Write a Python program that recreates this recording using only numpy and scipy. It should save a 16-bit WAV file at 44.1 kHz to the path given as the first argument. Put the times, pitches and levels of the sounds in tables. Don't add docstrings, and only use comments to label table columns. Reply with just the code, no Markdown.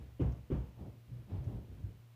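import sys
import numpy as np
from scipy import signal
from scipy.fft import rfft, irfft, next_fast_len
from scipy.io import wavfile

SR = 44100
rng = np.random.default_rng(int(sys.argv[2]) if len(sys.argv) > 2 else 0)


def generate_wav(sig):
    pcm = np.round(np.clip(np.atleast_2d(sig).T, -1, 1) * 32767).astype(np.int16)
    wavfile.write(sys.argv[1], SR, pcm)


N = 94815


# start_s, boom_db, knock_db, room_db
IMPACTS = [(0.195, -19, -33, -37.5), (0.501, -22, -37.5, -38.5)]
# pitch_hz, level_db, t60_s
FLOOR_RESONANCES = [(53.4, 4, 0.18), (65.95, 0.5, 0.26), (104.1, -12, 0.45), (119.65, -13, 0.56),
                    (129.2, -0.5, 0.22), (143.4, -8.5, 0.3), (173.5, -13.5, 0.28), (217.5, -14.5, 0.16),
                    (245, -20, 0.25), (310.4, -24.5, 0.41), (394, -26, 0.21), (454, -29.5, 0.19),
                    (510, -26.5, 0.35)]
# frequency_hz, level_db
KNOCK_SPECTRUM = [(60, -30), (150, 2.5), (250, 8.5), (400, 0), (520, -8), (700, -25), (1200, -31),
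                  (1700, -37), (3000, -32), (4500, -68)]

def thuds():
    slap_delay_s, weight_delay_s, settle_delay_s = 0.01294, 0.014, 0.092
    scatter_db = 1.5
    out = np.zeros(N)
    for start_s, boom_db, knock_db, room_db in IMPACTS:
        boom = np.zeros(N)
        for pitch_hz, level_db, t60_s in FLOOR_RESONANCES:
            mode = ring(start_s + weight_delay_s, pitch_hz, t60_s, build_cycles=2)
            boom += amp(level_db + rng.normal(0, scatter_db)) * mode
        knock = noise(KNOCK_SPECTRUM) * envelope(start_s, rise_s=0.0035, hold_s=0.012, t60_s=0.11)
        slap = amp(7) * ring(start_s + slap_delay_s, pitch_hz=348, t60_s=0.063, build_cycles=1.4)
        settle = amp(-13.5) * ring(start_s + settle_delay_s, pitch_hz=65.8, t60_s=0.33, build_cycles=0.43)
        out += amp(knock_db) * (knock + slap)
        out += amp(boom_db) * (boom + settle)
        out += amp(room_db) * reverberation(start_s)
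    return out


# frequency_hz, level_db
REVERB_SPECTRUM = [(25, -47), (50, 3.5), (130, 2.5), (250, 2), (500, -8), (700, -14), (1100, -21.5),
                   (1700, -29), (3000, -33.5), (4200, -46.5), (6500, -49), (9000, -59.5), (15000, -59)]
# frequency_hz, t60_s
REVERB_TIMES = [(60, 0.85), (300, 0.43), (1000, 0.61), (3000, 0.59), (7000, 1)]

def reverberation(start_s):
    rise_s = 0.019
    hz, frame_s, bands = signal.stft(noise(REVERB_SPECTRUM), SR, nperseg=512)
    age_s = np.maximum(frame_s - start_s - rise_s, 0)
    t60_s = curve_at(REVERB_TIMES, hz)[:, None]
    _, tail = signal.istft(bands * decay(age_s, t60_s), SR, nperseg=512)
    return tail[:N] * np.minimum(since(start_s) / rise_s, 1)


# start_s, level_db, pitch_hz, t60_s
SOFT_CONTACTS = [(0.008, -39, 66.8, 0.42), (0.806, -40, 80.7, 0.24), (1.11, -37, 120.3, 0.4),
                 (1.315, -30, 94.6, 0.33), (1.373, -29, 68.7, .15), (1.397, -35.5, 128.7, 0.31),
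                 (1.465, -18.5, 105.6, 0.061), (1.836, -28, 101.7, 0.13)]

def bumps():
    return sum(amp(level_db) * ring(start_s, pitch_hz, t60_s, build_cycles=0.89)
               for start_s, level_db, pitch_hz, t60_s in SOFT_CONTACTS)


# start_s, rise_s, hold_s, rumble_db, rub_db, rub_cutoff_hz, scuff_db
WEIGHT_SHIFTS = [(-0.02, 0.023, 0.026, -49, -58.5, 600, -70), (0.759, 0.038, .07, -48.5, -51.5, 1130, -76),
                 (1.049, 0.077, 0.088, -52.5, -61, 565, -77), (1.266, 0.052, 0.042, -48, -49.5, 1157, -66),
                 (1.399, 0.084, 0.083, -44, -49.5, 1030, -71.5),
                 (1.652, 0.066, 0.18, -48.5, -59, 520, -74.5)]
# frequency_hz, level_db
RUMBLE_SPECTRUM = [(20, -42), (38, -23), (54, 2), (80, 0), (135, 0.5), (185, -16), (400, -58.5)]
RUB_SPECTRUM = [(80, -16.5), (170, 5), (310, 0), (500, -7.5), (700, -13.5), (1000, -17.5), (1400, -24.5),
                (3000, -30)]
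SCUFF_SPECTRUM = [(250, -17), (600, 3.5), (1100, -5.5), (1800, -6.5), (2700, -10.5), (4000, -16.5),
                  (7000, -30), (12000, -47)]

def shuffles():
    out = np.zeros(N)
    for start_s, rise_s, hold_s, rumble_db, rub_db, rub_cutoff_hz, scuff_db in WEIGHT_SHIFTS:
        rub = filtered(noise(RUB_SPECTRUM), lambda hz: 1 / np.sqrt(1 + (hz / rub_cutoff_hz) ** 10))
        out += amp(rumble_db) * noise(RUMBLE_SPECTRUM) * envelope(start_s, rise_s, hold_s, t60_s=0.45)
        out += amp(rub_db) * rub * envelope(start_s, rise_s, hold_s, t60_s=0.47)
        out += amp(scuff_db) * noise(SCUFF_SPECTRUM) * envelope(start_s, rise_s, hold_s, t60_s=0.81)
    return out


# start_s, level_db
TICK_EVENTS = [(0.215, -69.5), (0.321, -66), (1.44, -68.5)]
# frequency_hz, level_db
TICK_SPECTRUM = [(2500, -4), (5000, -6.5), (6500, 0.5), (8000, -30), (11000, -28), (16000, -44)]

def ticks():
    bursts = sum(amp(level_db) * envelope(start_s, rise_s=0.002, hold_s=0, t60_s=0.05)
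                 for start_s, level_db in TICK_EVENTS)
    return noise(TICK_SPECTRUM) * bursts


# frequency_hz, level_db
AMBIENT_SPECTRUM = [(20, -32), (55, -9.5), (150, -7.5), (400, -11.5), (1000, -21.5), (3000, -35)]
HISS_SPECTRUM = [(100, -3.5), (500, 0.5), (1000, -2.5), (1700, -6), (2900, -5.5), (4500, -11.5),
                 (6500, -15), (9000, -18), (12000, -15.5), (15300, -13)]

def background():
    hum_hz = 116.6
    hum = np.sqrt(2) * np.sin(2 * np.pi * (hum_hz * since(0) + rng.random()))
    return amp(-58.5) * hum + amp(-77) * noise(AMBIENT_SPECTRUM) + amp(-72) * noise(HISS_SPECTRUM)


def ring(start_s, pitch_hz, t60_s, build_cycles):
    t = since(start_s)
    swell = 1 - np.exp(-(t * pitch_hz / build_cycles) ** 2)
    return np.sin(2 * np.pi * pitch_hz * t) * swell * decay(t, t60_s)


def envelope(start_s, rise_s, hold_s, t60_s):
    attack = np.minimum(since(start_s) / rise_s, 1)
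    return attack * decay(since(start_s + rise_s + hold_s), t60_s)


def decay(t, t60_s):
    return np.exp(-np.log(1000) * t / t60_s)


def noise(spectrum):
    coloured = filtered(rng.standard_normal(N), lambda hz: amp(curve_at(spectrum, hz)))
    return coloured / np.sqrt(np.mean(coloured ** 2) + 1e-20)


def filtered(x, response):
    size = next_fast_len(N + SR // 2)
    hz = np.fft.rfftfreq(size, 1 / SR)
    return irfft(rfft(x, size) * response(hz), size)[:N]


def curve_at(points, hz):
    frequency_hz, values = np.transpose(points)
    return np.interp(np.log(hz + 1), np.log(frequency_hz + 1), values)


def since(start_s):
    return np.maximum(np.arange(N) / SR - start_s, 0)


def amp(db):
    return 10 ** (np.asarray(db) / 20)


def scene():
    return (thuds() + bumps() + shuffles() + ticks() + background())[None]


def record(dry):
    low_cut_hz, top_hz = 42, 15550
    return filtered(dry[0], lambda hz: (hz < top_hz) / np.sqrt(1 + (low_cut_hz / (hz + 1)) ** 16))[None]


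dry = scene()
out = record(dry)
generate_wav(out)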